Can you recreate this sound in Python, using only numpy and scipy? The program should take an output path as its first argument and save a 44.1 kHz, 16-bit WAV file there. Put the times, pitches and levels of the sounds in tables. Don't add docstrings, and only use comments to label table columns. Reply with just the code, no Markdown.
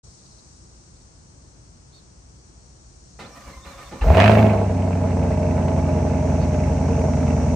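import sys
import numpy as np
from scipy import signal
from scipy.fft import rfft, irfft
from scipy.io import wavfile
from scipy.ndimage import uniform_filter1d

SR = 44100
rng = np.random.default_rng(int(sys.argv[2]) if len(sys.argv) > 2 else 0)


def persist_wave(psi):
    counts = np.round(np.clip(psi, -1, 1) * 32767).astype(np.int16)
    wavfile.write(sys.argv[1], SR, np.atleast_2d(counts).T)


N = 332955
TIME = np.arange(N) / SR
FREQ = np.maximum(np.fft.rfftfreq(N, 1 / SR), 1)
SIDES = np.array([[1], [-1]])

# pitch_hz, level_db
TOWN_TONE = [(12, -54), (20, -27.5), (37, -10.5), (59, 1), (81, -7), (130, -7), (264, -19), (349, -19),
             (414, -23.5), (451, -24), (1210, -32), (1860, -38.5), (3400, -42), (4420, -75), (7480, -120)]
# pitch_hz, level_db
FAR_CICADA_TONE = [(2800, -23), (3500, -14), (4200, -3), (5000, -1.5), (6200, 2), (6900, -2), (7200, -3.5),
                   (7800, 0), (8400, -2.5), (9300, -9.5), (10200, -27), (12000, -56.5)]
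# pitch_hz, level_db
NEAR_CICADA_TONE = [(3000, -31.5), (4200, -12), (5100, -7.5), (5550, 0), (6400, -2), (6900, -1.5),
                    (7200, -11), (8200, -6.5), (9300, -18.5), (11000, -53)]
# loudest_s, pitch_hz, level_db
CICADA_WHISTLES = [(0.3, 7526, -78), (1.2, 6250, -73), (2.2, 5286, -78), (2.5, 8565, -80), (3.3, 6968, -72),
                   (3.4, 5855, -68), (3.6, 5373, -72), (3.7, 6245, -68), (3.7, 6880, -73), (3.7, 8016, -74),
                   (5.9, 8048, -72), (6, 5507, -69), (6.3, 6686, -69), (6.5, 5965, -61), (6.6, 6492, -66),
                   (6.9, 6288, -68), (6.9, 6778, -71), (7.1, 5561, -64)]
# start_s, length_s, top_pitch_hz, level_db
BIRD_CHIRPS = [(0.103, 0.014, 5280, -58), (0.178, 0.023, 4860, -60), (0.25, 0.023, 4800, -58),
               (0.304, 0.027, 5150, -56.5), (.38, 0.024, 4850, -57), (.945, .025, 4500, -66),
               (1.002, .025, 4600, -64), (1.917, 0.09, 4510, -55), (6.39, 0.07, 4503, -51)]

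# time_s, tooth_rate_hz, level_db
STARTER_SPEED = [(3.19, 280, -48.5), (3.25, 479.5, -56), (3.32, 589, -52), (3.36, 621.4, -46.5),
                 (3.43, 587.3, -49), (3.49, 553.7, -44), (3.56, 525, -47.5), (3.635, 515.3, -54),
                 (3.675, 607, -44), (3.76, 539, -46.5), (3.81, 600, -44), (3.895, 545, -46.5),
                 (3.94, 595, -49.5), (4, 570, -45)]
# multiple_of_tooth_rate, level_db
WHINE_TONES = [(1, -10), (2, -6), (3, -15), (4, -16), (7, -20), (8, -20)]
# time_s, pitch_hz, level_db
BRUSH_SONG = [(3.19, 2700, -75), (3.25, 3650, -57), (3.285, 4800, -63), (3.32, 5520, -61),
              (3.37, 5600, -62), (3.41, 5000, -67), (3.46, 4650, -61), (3.52, 4200, -64), (3.57, 3600, -69),
              (3.63, 3650, -60), (3.69, 4200, -61), (3.73, 3650, -58), (3.77, 3560, -65), (3.81, 3680, -59),
              (3.86, 3630, -59), (3.9, 3550, -67), (4.0, 4000, -65)]
# pitch_hz, width_hz, level_db
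HOUSING_RING = [(205, 126, 6), (545, 38, 6.5), (690, 42, 6.5), (797, 19, 4), (998, 29, 10), (1137, 31, 6.5),
                (1200, 20, 3), (1370, 15, -8), (1813, 14, 2.5), (2030, 20, -5), (2370, 30, -18),
                (3500, 80, -23)]
# pitch_hz, width_hz, level_db
CASING_RING = [(215, 190, 3), (507, 130, 2), (790, 120, 1), (1222, 43, 4.5), (1370, 45, 1), (1766, 68, -2),
               (2025, 78, -3.5), (2300, 86, -12), (3670, 590, -16.5)]
# start_s, level_db, decay_s, brightness_hz
STARTER_KNOCKS = [(3.188, -36, 0.057, 6400), (3.216, -40.5, 0.085, 600), (3.465, -45, 0.074, 706),
                  (3.648, -40, 0.048, 4000), (3.776, -39.5, 0.043, 4000), (3.909, -38.5, 0.046, 5000),
                  (3.915, -32.5, 0.055, 550), (4.012, -23, 0.023, 2400)]
# start_s, pitch_hz, level_db, decay_s
STARTER_CLINKS = [(3.192, 2040, -43, .025), (3.535, 2080, -46.5, 0.028), (4.012, 2720, -34, 0.011)]

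# time_s, level_db, pitch_hz
FIRST_THUMPS = [(4.032, -11.5, 55.3), (4.054, -16, 60), (4.076, -7, 52), (4.110, -3.5, 72.4),
                (4.137, -10, 76.2)]
# time_s, firing_rate_hz
ENGINE_SPEED = [(4.0, 48.07), (4.16, 90), (4.26, 105.1), (4.36, 108.4), (4.5, 104.8), (4.75, 94.05),
                (5, 90.84), (5.6, 87.36), (6.3, 85.26), (6.9, 84.91), (7.5, 81.3)]
# strength_db, delay_in_firings
CYLINDER_PUFFS = [(1, 0.1), (-4, 0.3175), (3, 0.14), (1.5, 0.4037), (0, 0.216), (2, 0.051), (1, 0.3646),
                  (1, 0.2)]
# multiple_of_cycle_rate, level_db
BOOM_TONES = [(6, -4.5), (8, 3), (10, -23.5), (11, -11), (12, -7), (13, -13.5), (14, -5), (15, -12.5),
              (16, -4.5), (17, -41), (18, -12), (19, -11.5), (20, -26), (22, -8), (24, -12), (25, -12.5),
              (26, -16), (27, -12.5), (32, -12.5)]
# pitch_hz, gain_db
MUFFLER_TONE = [(40, 0), (150, -0.5), (195, -1), (215, 4), (235, -0.5), (255, 4.5), (285, -7), (315, -19),
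                (345, 1), (400, -9.5)]
CHAMBER_TRIPS = [.0013, .0021, .0034]
# pitch_hz, level_db
FLUTTER_TONE = [(25, 7), (45, 19), (65, 25), (110, 15), (200, 17.5), (265, 23.5), (320, 10), (500, -48)]
# pitch_hz, level_db
RASP_TONE = [(500, -12.5), (900, 19), (1050, 4), (1250, 10), (1800, 5), (2300, -1.5), (2750, -6),
             (3200, -8.5), (4200, -8), (6000, -19.5), (9000, -17), (15000, -70)]
# pitch_hz, width_hz, level_db
IDLE_PIPE_RING = [(383, 35, -13.5), (428, 68, -9), (456, 14.3, 0.5), (559, 44, -6), (613.2, 20.5, 5),
                  (648.5, 23.3, 3.5), (717, 61, -8), (785, 40, -11), (833, 26, -1), (950, 45, -10),
                  (1070.1, 26, -13.5)]
# pitch_hz, width_hz, level_db
HOT_PIPE_RING = [(422, 42, -3.5), (474, 25, -9), (545, 42, -9.5), (643, 30, 8), (686, 40, 2.5),
                 (784, 34, -6.5), (834, 34, -2), (965, 54, -8), (1050, 34, -0.5)]
# pitch_hz, width_hz, level_db
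TIP_RING = [(1569, 75, 4), (2060, 59, 1.5), (2242, 230, 5.5), (2493, 86, 0.5), (2655, 34, 2)]
# time_s, strength_in_pipes_db, pop_peak_db
HARD_FIRINGS = [(4.043, 5.5, -24), (4.103, 5.5, -10.5), (4.171, 6.5, -10.5), (4.184, 5, -13),
                (4.220, 3.5, -13), (4.295, 8, -14), (4.371, 7, -15), (4.443, 2.5, -23), (4.907, 3, -21.5),
                (5.170, 4.5, -20.5), (5.373, -0.5, -27), (5.68, 2, -23.5), (5.826, 1, -24), (6.051, 2, -20),
                (7.040, 1, -23), (7.085, 3, -20.5)]
# pitch_hz, level_db
POP_TONE = [(250, -22), (450, -6), (650, 0), (880, 0), (1080, -7), (1350, -23), (2500, -27), (4000, -44),
            (12000, -70)]
# time_s, peak_db
LOUD_CRACKS = [(4.171, -4.5), (4.181, -10), (4.192, -9), (4.202, 0.5), (4.213, -5.5), (4.221, -6),
               (4.232, -9.5), (4.242, -2), (4.260, -5), (4.279, -4), (4.297, -7.5), (4.317, -10.5),
               (4.335, -16), (4.353, -13.5), (4.375, -17), (4.392, -16), (4.428, -15), (4.466, -22),
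               (5.684, -24)]
# pitch_hz, level_db
CRACK_TONE = [(300, -14), (700, 10), (1100, -1.5), (1600, 1), (2500, 0.5), (3300, -9), (5000, -20),
              (7000, -31), (10000, -44), (15000, -46)]

# pitch_hz, gain_db
WALL_ECHO = [(60, -31), (130, -44.5), (270, -9), (600, -12), (1100, -7.5), (2200, -6), (5000, -3.5),
             (12000, 4)]
# pitch_hz, left_minus_right_db
SIDE_LEAN = [(80, 0.5), (180, -1), (350, -1), (620, 0.5), (1200, -3), (2400, -5), (5000, -1.5)]

ENGAGE_S, CATCH_S, RELEASE_S = 3.19, 4.012, 4.03
PIPE_FLARE = dict(attack_s=0.145, hold_s=0.22, release_s=0.3)


def undb(db):
    return 10 ** (np.asarray(db) / 20)


def unit(x):
    return x / np.sqrt(np.mean(x ** 2))


def curves(table):
    times, *columns = np.transpose(table)
    return [np.interp(TIME, times, column) for column in columns]


def spectrum(tone):
    hz, db = np.transpose(tone)
    return np.interp(np.log(FREQ), np.log(hz), db)


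def colour(x, tone):
    cepstrum = irfft(np.log(undb(spectrum(tone))), N)
    cepstrum[1:N // 2] *= 2
    cepstrum[N // 2:] = 0
    return irfft(rfft(x) * np.exp(rfft(cepstrum)), N)


def colour_hits(x, tone):
    peak = np.abs(colour(1. * (TIME == 0), tone)).max()
    return colour(x, tone) / peak


def ring(x, modes):
    response = sum(undb(db) / (1 + 1j * hz / width * (FREQ / hz - hz / FREQ)) for hz, width, db in modes)
    return irfft(rfft(x) * response, N)


def noise():
    return rng.standard_normal(N)


def wander(rate_hz):
    size = int(SR / rate_hz)
    steps = np.repeat(rng.standard_normal(N // size + 1), size)[:N]
    return 1.198 * uniform_filter1d(steps, size)


def fade(start_s, decay_s):
    return (TIME >= start_s) * np.exp(-np.clip((TIME - start_s) / decay_s, 0, 50))


def clicks(rows):
    out = np.zeros(N)
    for s, db in rows:
        out[int(s * SR)] += undb(db)
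    return out


def scatter(x, tail_s):
    echoes = unit(fade(0, tail_s / np.log(1000)) * noise())
    return irfft(rfft(x) * rfft(echoes), N) / np.sqrt(N)


def flare(idle, rise, attack_s, hold_s, release_s):
    corners = CATCH_S + np.cumsum([0, attack_s, hold_s, release_s])
    return idle + rise * np.interp(TIME, corners, [0, 1, 1, 0])


def town(level_db=-49.5, left_db=1):
    middle = colour(noise(), TOWN_TONE)
    side = colour(colour(noise(), TOWN_TONE), [(60, -17.5), (250, -5.0), (1000, 3), (3000, 2.0)])
    return undb(level_db + SIDES * left_db / 2) * (middle + SIDES * side) / np.std(middle)


def chorus(tone, swing_db, loudest_s, period_s, mean_db=-56, buzz_hz=405):
    level_db = mean_db + swing_db * np.cos(2 * np.pi * (TIME - loudest_s) / period_s)
    buzz = 1 + 0.12 * np.sin(2 * np.pi * np.cumsum(buzz_hz * (1 + 0.0027 * wander(3.8))) / SR)
    song = noise()
    hiss = np.array([0.94 * scatter(song, tail_s=0.22) + .5 * noise() + 0.295 * song for _ in range(2)])
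    return undb(level_db) * unit(colour(buzz * hiss, tone))


def cicadas(whistle_s=1.5, left_db=4.3):
    far = chorus(FAR_CICADA_TONE, swing_db=3.5, loudest_s=5, period_s=6)
    near = chorus(NEAR_CICADA_TONE, swing_db=9.5, loudest_s=8, period_s=11.5)
    out = far + near
    for s, hz, db in CICADA_WHISTLES:
        turns = np.cumsum(hz + 4 * wander(60)) / SR + rng.random((2, 1)) / 4
        swell = np.exp(-((TIME - s) / whistle_s) ** 2) * undb(db + 1.2 * wander(15))
        out += swell * np.sqrt(2) * np.sin(2 * np.pi * turns)
    return undb(SIDES * left_db / 2) * out


def bird(low_ratio=.84, low_db=-4, echo_db=-8):
    out = np.zeros(N)
    for s, length_s, top_hz, db in BIRD_CHIRPS:
        arch = np.linspace(-1, 1, int(length_s * SR)) ** 2
        hz = top_hz * (1 - .18 * arch + .16 * rng.standard_normal(len(arch)))
        angle = 2 * np.pi * np.cumsum(hz) / SR
        voices = np.sin(angle) + undb(low_db) * np.sin(low_ratio * angle)
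        start = int(s * SR)
        out[start:start + len(arch)] += undb(db) * (1 - arch) * voices
    return out + undb(echo_db) * scatter(out, tail_s=0.4)


def brushes(waver=.03, chatter_db=4):
    hz, db = curves(BRUSH_SONG)
    tone = np.sin(2 * np.pi * np.cumsum(hz * (1 + waver * wander(500))) / SR)
    return scatter(undb(db + chatter_db * wander(60)) * tone, tail_s=.04)


def starter(mesh_db=-5, chatter_db=4, whine_db=-3):
    hz, db = curves(STARTER_SPEED)
    teeth = np.cumsum(hz * (1 + .025 * wander(120))) / SR
    tooth_hits = unit(np.diff(teeth.astype(int), prepend=0))
    scrape = noise() * undb(2.0 * wander(130))
    grind = unit(ring(undb(mesh_db) * tooth_hits + scrape, HOUSING_RING))
    whine = sum(undb(tone_db + chatter_db * wander(35)) * np.sin(2 * np.pi * multiple * teeth)
                for multiple, tone_db in WHINE_TONES)
    whine = undb(whine_db) * scatter(whine, tail_s=0.03)
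    engaged = (TIME > ENGAGE_S) & (TIME < RELEASE_S)
    return engaged * (undb(db) * (grind + whine) + brushes())


def knocks(rise_s=0.0057):
    out = np.zeros(N)
    for s, db, decay_s, bright_hz in STARTER_KNOCKS:
        rattle = signal.lfilter(*signal.butter(2, bright_hz, fs=SR), ring(noise(), CASING_RING))
        out += undb(db) * (fade(s, decay_s) - fade(s, rise_s)) * unit(rattle)
    return out


def clinks():
    return sum(undb(db) * fade(s, decay_s) * np.sin(2 * np.pi * hz * (TIME - s))
               for s, hz, db, decay_s in STARTER_CLINKS)


def chuffs(first_s=3.482, gap_s=0.097, first_db=-34, fall_db_per_s=15, gulp_hz=58, width_s=0.013):
    gulps = [(s, first_db - fall_db_per_s * (s - first_s), gulp_hz)
             for s in np.arange(first_s, CATCH_S, gap_s)]
    return -sum(undb(db) * np.exp(-((TIME - s) / width_s) ** 2) * np.cos(2 * np.pi * hz * (TIME - s))
                for s, db, hz in gulps + FIRST_THUMPS)


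def gas_hiss():
    level_db = flare(-69, 21, attack_s=.03, hold_s=.36, release_s=.27)
    hiss = unit(colour(noise(), [(2000, -17), (6000, 8.5), (10000, -15.5), (15000, 3.5)]))
    return (TIME > CATCH_S) * undb(level_db) * hiss


def pops():
    return colour_hits(clicks([(s, db) for s, _, db in HARD_FIRINGS]), POP_TONE)


def cracks(pulses, spread_db=3, spit_db=-20, spit_s=0.0032):
    level_db = flare(-59, 34, attack_s=0.06, hold_s=0.03, release_s=1)
    shocks = pulses * undb(level_db + spread_db * noise())
    for s, db in LOUD_CRACKS:
        shocks[int(s * SR)] = undb(db)
    spit = signal.lfilter([1], [1, -np.exp(-1 / (spit_s * SR))], shocks)
    return colour_hits(shocks + undb(spit_db) * spit * noise(), CRACK_TONE)


def tip_zing(firings, relative_db=-5.5, spread_db=2.8):
    beat = firings + .12 * wander(60)
    size = undb(spread_db * rng.standard_normal(N // 100))[beat.astype(int)]
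    bursts = size * (.3 + np.sin(np.pi * beat) ** 2)
    zing = signal.sosfilt(signal.butter(6, 3000, fs=SR, output="sos"), ring(bursts * noise(), TIP_RING))
    return undb(relative_db) * unit(zing)


def chambers(pulses, bounce=.5):
    trips = np.exp(-2j * np.pi * np.outer(CHAMBER_TRIPS, FREQ))
    return irfft(rfft(pulses) * np.prod((trips - bounce) / (1 - bounce * trips), axis=0), N)


def tailpipes(gas, firings, lump_db=.9, waver_db=.6):
    heat = flare(0, 0.92, **PIPE_FLARE)
    lump = np.cos(2 * np.pi * (firings / len(CYLINDER_PUFFS) - .3))
    gas = gas * undb(lump_db * lump + waver_db * wander(25))
    cool = np.sqrt(1 - heat) * unit(ring(gas, IDLE_PIPE_RING))
    hot = np.sqrt(heat) * unit(ring(gas, HOT_PIPE_RING))
    tone = [(150, -24), (300, -1.5), (380, 0.5), (460, 4), (950, -3.5), (1400, -19), (3000, -38)]
    return unit(colour(cool + hot, tone))


def boom(firings, waver_db=-0.5, unrest=.0022):
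    lope = undb(flare(2, -11, attack_s=0.13, hold_s=-0.2, release_s=1.6))
    cycles = firings / len(CYLINDER_PUFFS)
    out, power = 0, 0
    for multiple, db in BOOM_TONES:
        gain = undb(db) * (lope if multiple % len(CYLINDER_PUFFS) else 1)
        turns = multiple * (cycles + unrest * wander(20))
        out = out + gain * np.sin(2 * np.pi * (turns + rng.random()))
        power = power + gain ** 2 / 2
    return colour(out / np.sqrt(power) * undb(waver_db * wander(30)), MUFFLER_TONE)


def cylinders(firings, spread_db=1.0, puff_share=0.48, stream=0.77):
    turn = np.arange(int(firings[-1]))
    size_luck, timing_luck = rng.standard_normal((N // 100, 2))[turn].T
    strength_db, delay = np.array(CYLINDER_PUFFS)[turn % len(CYLINDER_PUFFS)].T
    arrivals = np.sort(turn + delay + .014 * timing_luck)
    latest = np.maximum(np.searchsorted(arrivals, firings) - 1, 0)
    age = np.abs(firings - arrivals[latest])
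    size = undb(strength_db + spread_db * size_luck)[latest]
    pulses = np.diff(latest, prepend=0) * size
    puffs = size * (np.exp(-age / puff_share) + stream)
    return pulses, puffs


def exhaust_gains(lull_s=.014, dip_db=-3.5, swell_s=5.62, swell_width_s=0.41):
    lulls = sum(1. * (TIME > s - lull_s) * (TIME < s) for s, _, _ in HARD_FIRINGS)
    lull_db = dip_db * uniform_filter1d(lulls, size=100)
    swell_db = 2 * np.exp(-((TIME - swell_s) / swell_width_s) ** 2)
    boom_db = flare(-20, 7, attack_s=0.18, hold_s=0.25, release_s=0.14)
    bark_db = flare(-29.5, 9.35, **PIPE_FLARE) + lull_db + swell_db
    rasp_db = flare(-44.5, 17.7, attack_s=0.14, hold_s=0.16, release_s=0.35) + lull_db
    return undb(boom_db), undb(bark_db), undb(rasp_db)


def engine(flutter_db=-13, swirl_db=-1.5, join_s=.075, growth_db_per_s=0.5149):
    hz, = curves(ENGINE_SPEED)
    firings = np.cumsum(hz * (1 + 0.002992 * wander(18))) / SR
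    pulses, puffs = cylinders(firings)
    shocks = cracks(pulses)
    pulses = chambers(pulses) + clicks([(s, db) for s, db, _ in HARD_FIRINGS])
    flutter = undb(flutter_db) * unit(colour(puffs * noise(), FLUTTER_TONE))
    swirl = undb(swirl_db) * unit(puffs * noise())
    bark = tailpipes(unit(pulses) + swirl, firings)
    rounded_puffs = uniform_filter1d(puffs, size=110)
    rasp = unit(colour(rounded_puffs * noise(), RASP_TONE))
    boom_gain, bark_gain, rasp_gain = exhaust_gains()
    lows = boom_gain * (boom(firings) + flutter)
    highs = rasp_gain * (rasp + tip_zing(firings))
    running = np.clip((TIME - CATCH_S) / join_s, 0, 1) * undb(growth_db_per_s * (TIME - CATCH_S))
    return running * (lows + bark_gain * bark + highs + shocks)


def driveway(x, tail_s=0.06, first_echo_s=0.0045):
    reflections = unit(fade(first_echo_s, tail_s / np.log(1000)) * noise() ** 3) / np.sqrt(N)
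    echo = rfft(reflections) * undb(spectrum(WALL_ECHO))
    lean = undb(SIDES * spectrum(SIDE_LEAN) / 2)
    return irfft(rfft(x) * (1 + SIDES * echo) * lean, N)


def scene():
    car = engine() + pops() + gas_hiss() + starter() + knocks() + clinks() + chuffs()
    fade_out = np.clip((TIME[-1] - TIME) / .006, 0, 1)
    return driveway(car * fade_out + bird()) + cicadas() + town()


def record(dry, low_cut_hz=33, ceiling=.93, top_hz=15400):
    thinned = irfft(rfft(dry) / np.sqrt(1 + (low_cut_hz / FREQ) ** 8), N)
    faded = thinned * np.interp(TIME, [.03, .045], [0, 1])
    rounded = faded / (1 + (faded / ceiling) ** 6) ** (1 / 6)
    return signal.sosfilt(signal.ellip(8, .2, 70, top_hz, fs=SR, output="sos"), rounded)


dry = scene()
out = record(dry)
persist_wave(out)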